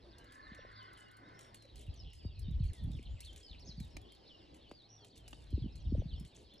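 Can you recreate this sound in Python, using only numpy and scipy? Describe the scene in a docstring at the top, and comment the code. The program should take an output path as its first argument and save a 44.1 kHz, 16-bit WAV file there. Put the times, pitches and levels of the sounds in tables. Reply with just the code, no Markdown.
"""A sand arena in the open, with a hedge: a horse trots some way off.
Hoof falls are ticks inside scuffs of short ringing grains; other ticks of grit and tack are dying noise bursts.
Birds are gliding sine whistles, far ones blur into a wash, and a buzzy call of noise-blurred tones opens.
Gusts buffet the two-port microphone as low noise, with dull thumps of falling pitch.
Clacks, bending knocks, hollow plops, a low drone and an unsteady air floor complete the scene."""
import sys
import numpy as np
from scipy import signal
from scipy.fft import rfft, irfft
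from scipy.io import wavfile
from scipy.ndimage import uniform_filter1d

SR = 44100
rng = np.random.default_rng(int(sys.argv[2]) if len(sys.argv) > 2 else 0)


def put_to_file(sound):
    """Save the sound as 16-bit audio at rate SR, in the file named by the first command-line argument."""
    columns = np.atleast_2d(sound).T  # one column per channel
    safe = np.clip(columns, -1, 1)
    whole_steps = np.round(safe * 32767)
    wavfile.write(sys.argv[1], SR, whole_steps.astype(np.int16))


N = 291060
TIME, FREQ = np.arange(N) / SR, np.fft.rfftfreq(N, 1 / SR)  # s, Hz
ALONG = np.linspace(0, 1, 64)  # position along a syllable, start to end
# Hoof falls. Each row: start in seconds, relative tick peak in dB, scuff level in dB, scuff length in seconds
STEPS = [(0.3216, -52, -72, .068), (0.975, -58, -66.5, .07), (1.391, -47, -67, .11),
         (1.544, -48.5, -68, .05), (1.7573, -50, -65, .11), (2.1329, -52.5, -70, .083),
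         (2.6382, -53.5, -70, .072), (2.733, -49, -69, .07), (2.9164, -56, -78, .15),
         (3.2485, -49, -65, .05), (3.361, -48, -67, .1), (3.8005, -47, -76, .15), (4.5452, -55, -72, .05),
         (5.05, -60, -73, .06), (5.16, -60, -68, .045), (5.2789, -47, -72.5, .23), (5.756, -52, -73, .03),
         (6.2496, -53, -69, .06), (6.35, -60, -66, .11)]


def amp(db):
    """Decibels to gain: twenty decibels are a factor of ten in amplitude."""
    return 10 ** (np.asarray(db) / 20)


def unit(x):
    """Normalisation by mean power: scales to an rms of one."""
    return x / np.sqrt(np.mean(x ** 2) + 1e-20)


def curve(rows, axis=1):
    """Linear interpolation of one column of a time table at every sample."""
    rows = np.asarray(rows)
    return np.interp(TIME, rows[:, 0], rows[:, axis])


def over_hz(points, hz=FREQ):
    """Interpolation of a spectrum on a log-frequency axis."""
    f, value = np.transpose(points)
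    return np.interp(np.log(hz + 1), np.log(f + 1), value)


def colour(x, points):
    """Zero-phase filtering: multiplies the spectrum by a gain curve in dB."""
    gain = amp(over_hz(points, np.fft.rfftfreq(len(x), 1 / SR)))
    return irfft(rfft(x) * gain, len(x))


def noise(points):
    """White noise shaped by a spectrum, with an rms of one."""
    return unit(colour(rng.standard_normal(N), points))


def wander(hz):
    """Gaussian low-pass noise: slow random motion up to about hz."""
    return unit(irfft(rfft(rng.standard_normal(N)) * np.exp(-(FREQ / hz) ** 2), N))


def steadied(x, size):
    """Division by the local rms, over size samples, evens out the chance swells of a noise."""
    power = uniform_filter1d(uniform_filter1d(abs(x) ** 2, size), size)
    return x / np.sqrt(power + 1e-4)


def patchy(x, depth_db, size, count, order=256):
    """Random time-frequency gain: patches size frames long and count bins wide, in frames of order samples."""
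    z = signal.stft(x, nperseg=order)[2]
    field = rng.standard_normal(z.shape)
    for _ in range(2):
        field = uniform_filter1d(uniform_filter1d(field, size, 1), count, 0)
    patched = signal.istft(z * amp(depth_db * unit(field)), nperseg=order)[1][:N]
    return unit(patched) * np.std(x)


def add(mix, s, sound):
    """Superposition: mixes a sound in at time s."""
    part = mix[max(round(s * SR), 0):][:len(sound)]
    part += sound[:len(part)]


def echoes(x, t60, delay):
    """Scattering as convolution with sparse, exponentially dying taps of rms gain one."""
    t = np.arange(SR // 2) / SR
    sparse = rng.standard_normal(len(t)) * (rng.random(len(t)) < .05)
    taps = sparse * (t > delay) * amp(-60 * t / t60)
    return signal.fftconvolve(x, taps / np.linalg.norm(taps))[:N]


def ports(x):
    """All-pass phase difference: both ports hear equal magnitudes with a phase that turns with frequency."""
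    # Each row: frequency in Hz, phase in radians by which the left port leads
    phase_lead = [(0, 0), (280, 0), (450, -1.2), (690, -2.3), (1210, -3.7), (1640, -6.1), (2580, -5.3),
                  (3750, -6.0), (4570, -5.1), (4900, -3.1), (5250, -.2), (6700, .8), (8000, 1.5),
                  (10500, 2.55), (14000, 3.0)]
    half = np.exp(.5j * over_hz(phase_lead))
    return irfft(rfft(x) * np.array([half, half.conj()]), N)


def air():
    """Broadband ambient noise: the soft outdoor floor, swelling unevenly."""
    # Each row: frequency in Hz, relative density in dB per Hz
    air_spectrum = [(20, -102), (100, -101.5), (180, -99), (300, -93.5), (500, -99), (750, -101),
                    (1000, -107), (1400, -116), (2200, -115), (5000, -119), (7000, -131), (10000, -135),
                    (12500, -142), (16000, -152)]
    # Slow swell. Each row: time in seconds, relative level in dB
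    air_swell = [(0, 0), (1, 0), (1.35, 2.5), (1.7, 0), (2.5, -1), (3.2, 1.5), (3.8, 1), (4.1, 3), (4.6, 1),
                 (5, -2), (5.5, .3), (6.6, 0)]
    floor = patchy(colour(rng.standard_normal(N), air_spectrum), depth_db=2.2, size=22, count=6)
    floor = patchy(floor, depth_db=2.6, size=3, count=2, order=2048)
    return floor * np.sqrt(SR / 2) * amp(curve(air_swell) - .5 + 1.3 * wander(9))


def drone():
    """Frequency and amplitude modulation: a far low tone wavers and comes and goes."""
    # Each row: time in seconds, relative level in dB
    drone_level = [(0, -73), (.4, -72), (.75, -63), (1.2, -69), (1.65, -64), (2.3, -74), (4.75, -80),
                   (4.95, -64), (5.1, -74), (5.25, -65), (5.6, -80)]
    hz = 108.7 * (1 + .0264 * wander(9))
    tone = unit(np.sin(2 * np.pi * np.cumsum(hz) / SR))
    return amp(curve(drone_level) - 2 + 2 * wander(7)) * tone


def wind(breeze_flutter_db=-76):
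    """Turbulent pressure noise: gusts drive a deep rumble and a higher flutter, over a light breeze."""
    # Spectra. Each row: frequency in Hz, relative level in dB
    rumble_colour, flutter_colour = [(12, -32), (30, -9), (54, 9), (80, 2), (115, -9), (170, -20),
                                     (400, -57), (2000, -120)], [(70, -14.5), (130, 5), (200, -6), (290, -12),
                                                     (420, -32.5), (900, -53), (4000, -110)]
    # Light air between gusts. Each row: time in seconds, relative rumble level in dB
    breeze = [(0, -62), (.33, -68), (.52, -60), (.8, -69), (1.25, -74), (1.7, -69), (4.4, -70), (4.52, -61),
              (4.85, -75), (6.3, -75), (6.43, -61), (6.6, -71)]
    # One curve per gust. Each row: time in seconds, relative strength in dB
    gusts = [
        [(1.72, -62), (1.764, -51), (1.862, -58), (1.896, -40), (1.948, -57), (2.078, -46), (2.12, -62),
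         (2.16, -54), (2.22, -61)],
        [(2.22, -61), (2.26, -43), (2.344, -53), (2.42, -41), (2.504, -40), (2.662, -36), (2.678, -41),
         (2.716, -41), (2.74, -60)],
        [(2.74, -61), (2.752, -66), (2.816, -42), (2.86, -40), (2.918, -44), (2.948, -42), (2.984, -44),
         (3.03, -56)],
        [(3.03, -55), (3.04, -60), (3.07, -45), (3.142, -40), (3.19, -59), (3.26, -52), (3.358, -54),
         (3.472, -68), (3.48, -74)],
        [(3.48, -78), (3.51, -50), (3.592, -57), (3.772, -53), (3.818, -43), (3.936, -63), (3.956, -48),
         (4.118, -68), (4.15, -83)],
        [(5.1, -79), (5.198, -60), (5.502, -55), (5.542, -39), (5.6, -46), (5.622, -42), (5.666, -42),
         (5.712, -54), (5.76, -47)],
        [(5.76, -48), (5.836, -50), (5.862, -41), (6.004, -37), (6.03, -46), (6.108, -50), (6.128, -43),
         (6.254, -49), (6.32, -83)],
    ]
    # One value per gust: flutter against rumble in dB
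    gust_flutter_db = [-15, -18, -8, -19, -11, -10, -9]
    swell = amp(2.5 * wander(12))
    rumble, flutter = amp(curve(breeze)) * swell, amp(breeze_flutter_db) * swell
    for gust, flutter_db in zip(gusts, gust_flutter_db):
        strength = amp(curve(gust)) * (TIME >= gust[0][0]) * (TIME < gust[-1][0])
        rumble = np.maximum(rumble, strength)
        flutter = np.maximum(flutter, amp(flutter_db) * strength)
    deep = rumble * steadied(noise(rumble_colour), size=1500)
    return deep + flutter * steadied(noise(flutter_colour), size=1000)


def swoop(length, start_hz, end_hz, skew=.84):
    """Falling chirp: a few cycles of pressure that slow down under a smooth window."""
    u = np.linspace(0, 1, int(length * SR))
    hz = end_hz + (start_hz - end_hz) * (1 - u) ** 2
    return np.sin(np.pi * u ** skew) ** 2 * np.sin(2 * np.pi * np.cumsum(hz) / SR)


def thumps(level_db=-1):
    """Eddy impacts: single eddies strike the microphone, and their pressure cycles slow as they pass."""
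    # Each row: start in seconds, relative peak in dB, length in seconds, start and end pitch in Hz
    eddies = [(0.515, -44, .016, 344, 135), (1.878, -34.5, .034, 155, 60), (2.456, -29, .032, 105, 58),
              (2.481, -30, .02, 250, 80), (2.506, -34, .018, 200, 100), (2.538, -25.5, .055, 80, 48),
              (2.6, -26, .03, 200, 75), (2.622, -28, .028, 100, 62), (2.642, -23.5, .034, 90, 55),
              (2.692, -30, .028, 90, 55), (2.81, -32.5, .036, 110, 55), (2.84, -32, .03, 170, 65),
              (2.872, -32, .02, 240, 95), (2.897, -35, .019, 280, 110), (2.945, -34, .02, 170, 80),
              (2.992, -44, .01, 544, 210), (3.686, -42, .02, 260, 100), (3.777, -38, .022, 240, 95),
              (3.803, -37, .018, 300, 115), (3.95, -41, .03, 95, 60), (5.527, -35, .012, 400, 170),
              (5.529, -23.5, .038, 135, 56), (5.577, -33, .012, 470, 175), (5.617, -32, .026, 190, 80),
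              (5.64, -35, .014, 355, 160), (5.657, -31, .015, 370, 125), (5.858, -29, .045, 90, 52),
              (5.921, -27, .013, 410, 160), (5.93, -25.5, .034, 145, 60), (5.977, -31, .014, 330, 130),
              (5.982, -22.5, .032, 110, 52), (5.999, -39, .012, 420, 230), (6.019, -42, .008, 783, 420),
              (6.054, -34, .022, 248, 95), (6.122, -37, .045, 80, 50), (6.206, -39, .019, 277, 110)]
    out = np.zeros(N)
    for s, db, length, start_hz, end_hz in eddies:
        add(out, s, amp(db + level_db) * swoop(length, start_hz, end_hz))
    return out


def plops():
    """Short tone bursts: small hollow sounds, all on one slightly falling note."""
    # Each row: start in seconds, peak in dB, length in seconds
    hollow_notes = [(0.588, -47.5, .011), (0.648, -48, .007), (1.646, -56.5, .02), (5.948, -39, .01)]
    out = np.zeros(N)
    for s, db, length in hollow_notes:
        add(out, s, amp(db) * swoop(length, start_hz=608, end_hz=500))
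    return out


def pocks():
    """Dispersion-like chirp: the treble of a knock arrives first and the pitch bends into a low body."""
    # Each row: start in seconds, peak in dB, length in seconds, start pitch in Hz,
    # seconds in which the pitch halves, skew (lower peaks earlier)
    knocks = [(2.2488, -35.5, .026, 950, .0016, .85), (4.7131, -44, .012, 2500, .0008, .55)]
    out = np.zeros(N)
    for s, db, length, start_hz, halving_s, skew in knocks:
        t = np.arange(int(length * SR)) / SR
        hz = start_hz / (1 + t / halving_s)
        shape = np.sin(np.pi * (t / length) ** skew)
        add(out, s, amp(db) * shape * np.sin(2 * np.pi * np.cumsum(hz) / SR))
    return out


def syllable(length, pitches, trill=0, rasp=0, fall_per_s=0, waver=.009, flutter_db=2):
    """Frequency-modulated whistle: rasp roughens its start, a trill chops it into flicks."""
    trill_flick = 2.3  # each pulse glides this much more steeply than its note
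    t = np.arange(int(max(length, .01) * SR)) / SR
    knots = np.arange(0, t[-1] + .01, .005)
    draws = rng.standard_normal((3, 80))[:, :len(knots)]
    wobble, push, hurry = (np.interp(t, knots, row) for row in draws)
    scatter = np.interp(t, np.arange(400) * .0007, rng.standard_normal(400))
    hoarse = scatter * (1 - t / t[-1]) ** 1.5
    glide = np.interp(t / t[-1], ALONG, pitches)
    hz = glide * (1 + waver * wobble + rasp * hoarse)
    shape = signal.windows.tukey(len(t), .22) * amp(flutter_db * push)
    if trill:
        beat = (np.cumsum(trill * (1 + .08 * hurry)) / SR) % 1
        flick = fall_per_s - trill_flick * np.gradient(np.log(glide)) * SR
        hz = hz * (1 + flick * (.5 - beat) / trill)
        shape = shape * np.sin(np.pi * beat) ** 6
    return unit(shape * np.sin(2 * np.pi * np.cumsum(hz) / SR))


def far_birds(count=480, flock_db=-2.5, wash_db=-7.5):
    """Incoherent superposition: many faint syllables, mostly falling, blur into a soft high wash."""
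    # Each row: time in seconds, relative level in dB
    chorus_level = [(0, -73), (.85, -67.5), (1.2, -73.5), (1.7, -69.5), (2.85, -68), (3.9, -71),
                    (4.2, -67.5), (5.05, -76), (5.25, -69), (6.6, -70)]
    # Each row: frequency in Hz, relative level in dB
    chorus_colour = [(1000, -40), (1600, -15), (2100, -6), (2600, 0), (3100, 3), (4300, 3), (5300, -1),
                     (5900, -19), (7000, -47), (12000, -79)]
    song = np.zeros(N)
    for k, (when, long, high, fall, arch, loud, kind) in enumerate(rng.random((count, 7))):
        slope = (.65 * fall - .15) * (.5 - ALONG) + .22 * (arch - .5) * np.sin(np.pi * ALONG)
        hz = (2600 + 2700 * high ** 1.3) * (1 + slope)
        trill = (kind < .3) * (60 + 300 * kind)
        start = (k + 3 * when - 2) / count * N / SR
        add(song, start, amp(8 * loud) * syllable(.02 + .08 * long ** 2, hz, trill, .04 * kind))
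    flock = unit(colour(song + .6 * echoes(song, t60=.2, delay=.003), chorus_colour))
    wash = patchy(noise(chorus_colour), depth_db=4, size=8, count=4)
    return amp(curve(chorus_level)) * (amp(flock_db) * flock + amp(wash_db) * wash)


def buzzy_call():
    """Narrow-band noise: gliding tones, blurred by random modulation, stand in a band of rasp."""
    # Each row: time in seconds, relative level of the rasp in dB
    buzz_level = [(0, -78), (.17, -66.5), (.33, -60.5), (.5, -58), (.68, -57.5), (.85, -57), (1.1, -63),
                  (1.33, -59), (1.55, -65.5), (1.8, -84)]
    # Each row: frequency in Hz, relative level in dB
    buzz_rasp = [(500, -30), (800, -10), (1050, 8), (1300, -2.5), (1520, -5), (1750, -4), (2080, -1.5),
                 (2300, -13), (2900, -24), (6000, -70)]
    # One curve per ridge. Each row: time in seconds, pitch in Hz, level in dB
    buzz_ridges = [
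        [(.05, 1560, -86), (.18, 1590, -72), (.3, 1670, -70), (.38, 1735, -63.5), (.5, 1768, -62),
         (.6, 1765, -64), (.78, 1740, -80)],
        [(.3, 1530, -80), (.65, 1540, -73), (.8, 1530, -65), (1.05, 1490, -71), (1.22, 1505, -68),
         (1.55, 1470, -81)],
        [(.25, 2080, -82), (.55, 2080, -73), (.95, 2040, -74), (1.55, 2030, -81)],
    ]
    blur_hz = 62
    rasp = patchy(noise(buzz_rasp), depth_db=3, size=3, count=2, order=2048)
    call = amp(curve(buzz_level) - 2.3) * rasp
    for ridge in buzz_ridges:
        fuzz = steadied(wander(blur_hz) + 1j * wander(blur_hz), size=6000)
        carrier = np.exp(2j * np.pi * np.cumsum(curve(ridge)) / SR)
        tone = unit((carrier * fuzz).real)
        sounding = (TIME > ridge[0][0]) * (TIME < ridge[-1][0])
        call = call + amp(curve(ridge, axis=2)) * sounding * tone
    return call


def chirps():
    """Resonance-shaped pitch curve: a quick flick up to a top, then a fall that levels off."""
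    # Each row: time of the top in seconds, tail in seconds, level in dB, top pitch in Hz,
    # mean trill pulses per second or 0
    chirp_notes = [(0.112, .045, -70, 5000, 150), (0.268, .04, -72, 4700, 130), (0.778, .065, -67, 4400, 0),
                   (1.915, .03, -71, 4100, 0), (2.032, .115, -68, 4450, 80), (3.254, .062, -59, 4600, 0),
                   (3.61, .032, -64, 5600, 0), (3.682, .048, -57, 5650, 0), (3.685, .045, -65, 6000, 140),
                   (4.279, .085, -64.5, 4350, 0), (4.622, .07, -71, 4400, 0), (5.112, .028, -69, 4600, 0),
                   (5.165, .02, -72, 4400, 130), (5.605, .065, -67, 4400, 0), (6.095, .062, -64, 4300, 0),
                   (6.137, .062, -66, 4550, 0)]
    lead_s, turn_s = .027, .016  # rise before the top, half width of the top
    tail_share = .645  # pitch toward which the fall levels off, over top pitch
    song = np.zeros(N)
    for s, tail, db, top_hz, trill in chirp_notes:
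        length = lead_s + tail
        flick = 1 / (1 + ((ALONG * length - lead_s) / turn_s) ** 2)
        hz = top_hz * (tail_share + (1 - tail_share) * flick)
        chirp = syllable(length, hz, trill, rasp=.085, fall_per_s=24)
        swell = np.minimum(np.arange(len(chirp)) / SR / .03, 1)  # full just after the top
        add(song, s - lead_s, amp(db) * swell * chirp)
    return song


def slurs():
    """Decelerating glide: the pitch moves quickly at first and settles on a note."""
    # Each row: start in seconds, length in seconds, level in dB, start and end pitch in Hz
    slur_notes = [(0.17, .085, -76, 4380, 3950), (0.955, .145, -71, 3100, 2880),
                  (1.55, .17, -70.5, 4500, 3900), (1.775, .04, -73, 3450, 2850),
                  (1.86, .035, -71, 3500, 2550), (2.09, .11, -78, 5600, 5000),
                  (2.195, .04, -71, 3600, 2850), (2.26, .13, -76, 2950, 2550),
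                  (2.59, .09, -77.5, 3120, 2250), (2.68, .035, -73, 3600, 1700),
                  (2.715, .1, -76, 2280, 1830), (3.16, .04, -73, 3300, 1900), (3.38, .13, -71, 3520, 3020),
                  (3.582, .012, -64, 3600, 4550), (3.765, .095, -65, 4900, 3680),
                  (3.9, .07, -75, 5650, 5250), (4.0, .15, -73, 3430, 3180), (4.68, .075, -70, 4350, 4700),
                  (4.975, .075, -71, 3650, 3150), (4.828, .042, -67, 3550, 4330),
                  (5.18, .15, -76, 3270, 2890), (5.68, .04, -73, 2900, 4150)]
    song = np.zeros(N)
    for s, length, db, start_hz, end_hz in slur_notes:
        hz = end_hz + (start_hz - end_hz) * (1 - ALONG) ** 1.8
        add(song, s, amp(db) * syllable(length, hz))
    return song


def dives():
    """Accelerating glide: notes start level and then dive or climb, some trilled."""
    # Each row: start in seconds, length in seconds, level in dB, start and end pitch in Hz,
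    # mean trill pulses per second or 0
    dive_notes = [(0.015, .055, -74, 4200, 3100, 110), (0.42, .07, -69, 4300, 3700, 150),
                  (0.515, .025, -71, 4150, 3200, 0), (0.6, .022, -68, 3500, 2200, 0),
                  (0.755, .072, -65, 4900, 4050, 0), (0.885, .025, -71, 3350, 2400, 0),
                  (1.755, .045, -72, 4450, 3700, 0), (1.957, .027, -71, 6200, 5600, 75),
                  (1.992, .022, -59, 5420, 4880, 0), (2.005, .035, -70, 4800, 4200, 80),
                  (2.352, .03, -70, 4400, 3700, 0), (2.412, .033, -70, 5500, 3700, 75),
                  (2.44, .07, -67, 3720, 3800, 80), (2.505, .035, -70, 3900, 2900, 0),
                  (2.59, .11, -70, 4250, 4350, 45), (2.908, .095, -67, 3950, 2100, 55),
                  (3.022, .022, -70, 2100, 4000, 0), (3.053, .022, -62, 4300, 2500, 0),
                  (3.19, .038, -69, 3800, 4700, 0), (3.205, .045, -67, 2000, 4400, 0),
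                  (3.424, .135, -61.5, 5300, 2100, 61), (4.045, .075, -72, 2900, 4300, 58),
                  (4.385, .03, -71, 3900, 2800, 0), (4.745, .085, -66, 4780, 3450, 0),
                  (5.005, .04, -69, 4580, 3980, 0), (5.72, .022, -73, 5400, 5100, 0),
                  (5.775, .055, -76, 3400, 2400, 0), (5.8, .025, -75, 6150, 5000, 0),
                  (5.845, .032, -71, 3800, 2600, 0), (5.995, .028, -71, 3800, 2600, 0),
                  (6.243, .024, -71, 3650, 2700, 0), (6.33, .032, -72, 3700, 2800, 0),
                  (6.575, .028, -69, 5300, 5300, 70)]
    song = np.zeros(N)
    for s, length, db, start_hz, end_hz, trill in dive_notes:
        hz = start_hz + (end_hz - start_hz) * ALONG ** 1.8
        add(song, s, amp(db) * syllable(length, hz, trill, rasp=.025, fall_per_s=13))
    return song


def arches():
    """Parabolic glide: thin, slightly hoarse notes rise to a top midway and sag again."""
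    # Each row: start in seconds, length in seconds, level in dB, top pitch in Hz,
    # share by which the ends sag, mean trill pulses per second or 0
    arch_notes = [(0.57, .07, -78, 5700, .05, 0), (1.235, .07, -75, 3850, .12, 0),
                  (1.33, .19, -75, 5600, .08, 0), (2.18, .11, -68, 4820, .02, 0),
                  (2.77, .09, -70, 3600, .09, 0), (3.075, .28, -82, 7650, .15, 190),
                  (3.32, .04, -71, 3650, .2, 0), (3.648, .042, -66, 6350, .1, 130),
                  (4.26, .19, -78, 5400, .05, 85), (4.88, .13, -73, 5800, .09, 0),
                  (4.885, .1, -68, 5850, .09, 75), (5.46, .12, -73, 4200, .06, 120),
                  (5.75, .035, -69, 4220, .08, 0), (5.88, .06, -78, 5450, .07, 0),
                  (5.97, .05, -78, 6030, .07, 0), (6.155, .075, -74, 5400, .06, 0),
                  (6.49, .08, -70, 3530, .2, 0), (6.5, .065, -70, 4200, .08, 0)]
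    song = np.zeros(N)
    for s, length, db, top_hz, sag, trill in arch_notes:
        hz = top_hz * (1 - sag * (2 * ALONG - 1) ** 2)
        add(song, s, amp(db) * syllable(length, hz, trill, rasp=.035))
    return song


def near_birds():
    """Direct and scattered sound: four kinds of syllable, then the leaves and the hedge behind them."""
    song = chirps() + slurs() + dives() + arches()
    song = song + amp(-8) * echoes(song, t60=.05, delay=.002)  # leaves
    return song + amp(-9) * echoes(song, t60=.35, delay=.006)  # hedge


def burst(decay, points, size=2048):
    """Impulsive noise: a tiny crumbly crack decays exponentially from a peak of one."""
    t = (np.arange(size) - size // 16) / SR  # lead-in for the filter, cut off afterwards
    crumbs = rng.standard_normal(size) * rng.exponential(1, size) ** .5
    crack = colour(crumbs * (t >= 0) * np.exp(-abs(t) / decay), points)[size // 16:]
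    return crack / abs(crack).max()


def clacks(spread_db=-4):
    """Impact and modal decay: a crack, hollow body and ring, struck twice; reflections differ by port."""
    # Each row: start in seconds, crack level in dB, frequency in Hz above which the crack fades,
    # body level in dB, ring level in dB, ring pitch in Hz
    hard_knocks = [(3.968, -36, 7200, -44.5, -45, 2330), (5.279, -50, 8500, -66, -52, 2900),
                   (5.3303, -44, 3800, -47, -42.5, 2850)]
    # Each row: frequency in Hz, relative level in dB
    clack_colour = [(100, -8), (350, -2), (900, 1), (1500, 1.5), (2400, 0), (3500, -2), (7000, 1),
                    (15000, -16)]
    # Body modes. Each row: frequency in Hz, relative level in dB, 60 dB decay time in seconds
    body_modes = [(285, -1, .03), (740, 0, .015), (1200, -6.5, .007)]
    out, t = np.zeros(N), np.arange(2048) / SR
    for s, crack_db, corner_hz, body_db, ring_db, ring_hz in hard_knocks:
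        points = [(hz, level - 10 * np.log10(1 + (hz / corner_hz) ** 4)) for hz, level in clack_colour]
        add(out, s, amp(crack_db) * burst(.0012, points))
        add(out, s, amp(ring_db - 60 * t / .012) * np.sin(2 * np.pi * ring_hz * t))
        for k, (hz, db, t60) in enumerate(body_modes):
            add(out, s, (-1) ** k * amp(body_db + db - 60 * t / t60) * np.sin(2 * np.pi * hz * t))
    add(out, .0033, amp(-6) * out)  # second strike
    spread = amp(spread_db) * echoes(out, t60=.008, delay=0)
    return out + .16 * echoes(out, t60=.12, delay=.004) + np.array([[1], [-1]]) * spread


def ticks(level_db=4.5):
    """Contact transients: small touches, dull or bright by spectral tilt, with a faint scatter after."""
    # Other ticks of grit and tack, between and during the steps.
    # Each row: start in seconds, relative peak in dB, brightness in dB per octave
    other_ticks = [(0.183, -52, 3.5), (0.5473, -53, -4.5), (0.9316, -57, 6), (1.169, -56.5, 6),
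                   (1.6227, -56, -.5), (1.6522, -58, -4), (1.8133, -54, 0), (2.393, -50, 8),
                   (3.2046, -42.5, 2.5), (2.8377, -56, 0), (4.1205, -52, -1), (4.149, -58, 2),
                   (5.1765, -50, 3), (5.0461, -50, 1.5), (5.308, -56, 6), (0.243, -60, 3), (0.828, -61, 3),
                   (1.113, -59, 5), (1.94, -59, 2), (2.51, -60, 2), (3.027, -59, 2), (1.41, -54, 0),
                   (1.865, -59, -4), (2.15, -58, 2), (3.33, -55, 5), (3.595, -58, -2), (3.846, -57, 3),
                   (4.015, -59, 2), (4.567, -59, 2), (4.7128, -54, -6), (5.2828, -48, 3), (5.505, -60, 2),
                   (6.198, -50, 7), (6.538, -59, 1)]
    # Each row: frequency in Hz, relative level in dB
    tick_colour = [(300, -48), (1000, -33), (2000, 4), (3500, 2.5), (6500, 0), (9500, 3), (12000, 4),
                   (15000, -22)]
    hoof_ticks = [(s, db, 1.5) for s, db, _, _ in STEPS]
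    variety_db = 2.2  # random differences in colour
    out = np.zeros(N)
    for s, db, brightness in other_ticks + hoof_ticks:
        points = []
        for hz, level in tick_colour:
            tilt = brightness * np.log2(hz / 8000)
            points.append((hz, level + tilt + variety_db * rng.standard_normal()))
        add(out, s + .0005, amp(db + level_db) * burst(.003, points))
    return out + .6 * echoes(out, t60=.09, delay=.002)


def grit(per_s, spread_db, count=16):
    """Random impulses excite damped resonators: uneven grains, each a brief ring at one of count pitches."""
    sizes = amp(spread_db * np.minimum(rng.exponential(1, N), 4))
    clicks = rng.choice([-1, 1], N) * (rng.random(N) < per_s / SR) * sizes
    kind, out = rng.integers(0, count, N), np.zeros(N)
    t = np.arange(96) / SR
    for k, hz in enumerate(np.linspace(1500, 14000, count)):
        ring = np.exp(-t / .00016) * np.sin(2 * np.pi * hz * t)
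        out += np.convolve(clicks * (kind == k), ring)[:N]
    return out


def sand(grains_per_s=4000, pebbles_per_s=13, settle_db=-9.5, settle_s=.25):
    """Granular noise: grains scatter under each hoof, rain back and trickle; a larger one clicks at times."""
    # Each row: frequency in Hz, relative level in dB
    sand_colour = [(1000, -16), (3000, -4), (5500, -5.5), (8000, 0), (11500, -5.5), (13500, -21),
                   (16000, -16)]
    # Loose grains settling. Each row: time in seconds, relative level in dB
    trickle = [(0, -106), (1.4, -93), (2.3, -97), (2.8, -80), (3.4, -80), (3.7, -88.5), (4.3, -100),
               (5.3, -90.5), (5.6, -82), (6.6, -98)]
    clumps = amp(4 * wander(24))
    level = amp(curve(trickle) - 4.5) * clumps
    for s, _, db, length in STEPS:
        u = np.linspace(0, 1, int(length * SR))
        # the sand is brushed just before the hoof lands
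        add(level, s - .004, amp(db) * np.sin(np.pi * np.sqrt(u)))
    grains = unit(colour(grit(grains_per_s, spread_db=4), sand_colour))
    scuffs = level * patchy(grains, depth_db=4.5, size=2, count=12)
    settling = amp(settle_db) * echoes(scuffs, t60=settle_s, delay=.01)
    pebbles = (rng.random(N) < pebbles_per_s / SR) * amp(-61 - 22 * rng.random(N))
    return scuffs + settling + signal.fftconvolve(pebbles, burst(.0023, sand_colour))[:N]


def scene():
    """Superposition at two ports; wind, air and scattered sound differ a little between them."""
    outdoors = air() + drone() + far_birds() + buzzy_call() + near_birds() + ticks() + sand()
    common = wind() + thumps() + pocks() + plops() + amp(-1) * air()
    scattered = echoes(outdoors, t60=.014, delay=.001)
    diffuse = amp(-12) * wind() + amp(-4.5) * air() + amp(-17) * scattered
    return ports(outdoors) + clacks() + common + np.array([[1], [-1]]) * diffuse


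def record(dry):
    """Linear-phase low-pass: the recorder's band limit at 15.8 kHz."""
    lowpass = signal.firwin(511, 15800, window=("kaiser", 9), fs=SR)
    return signal.oaconvolve(dry, lowpass[None], "same")


dry = scene()
out = record(dry)
put_to_file(out)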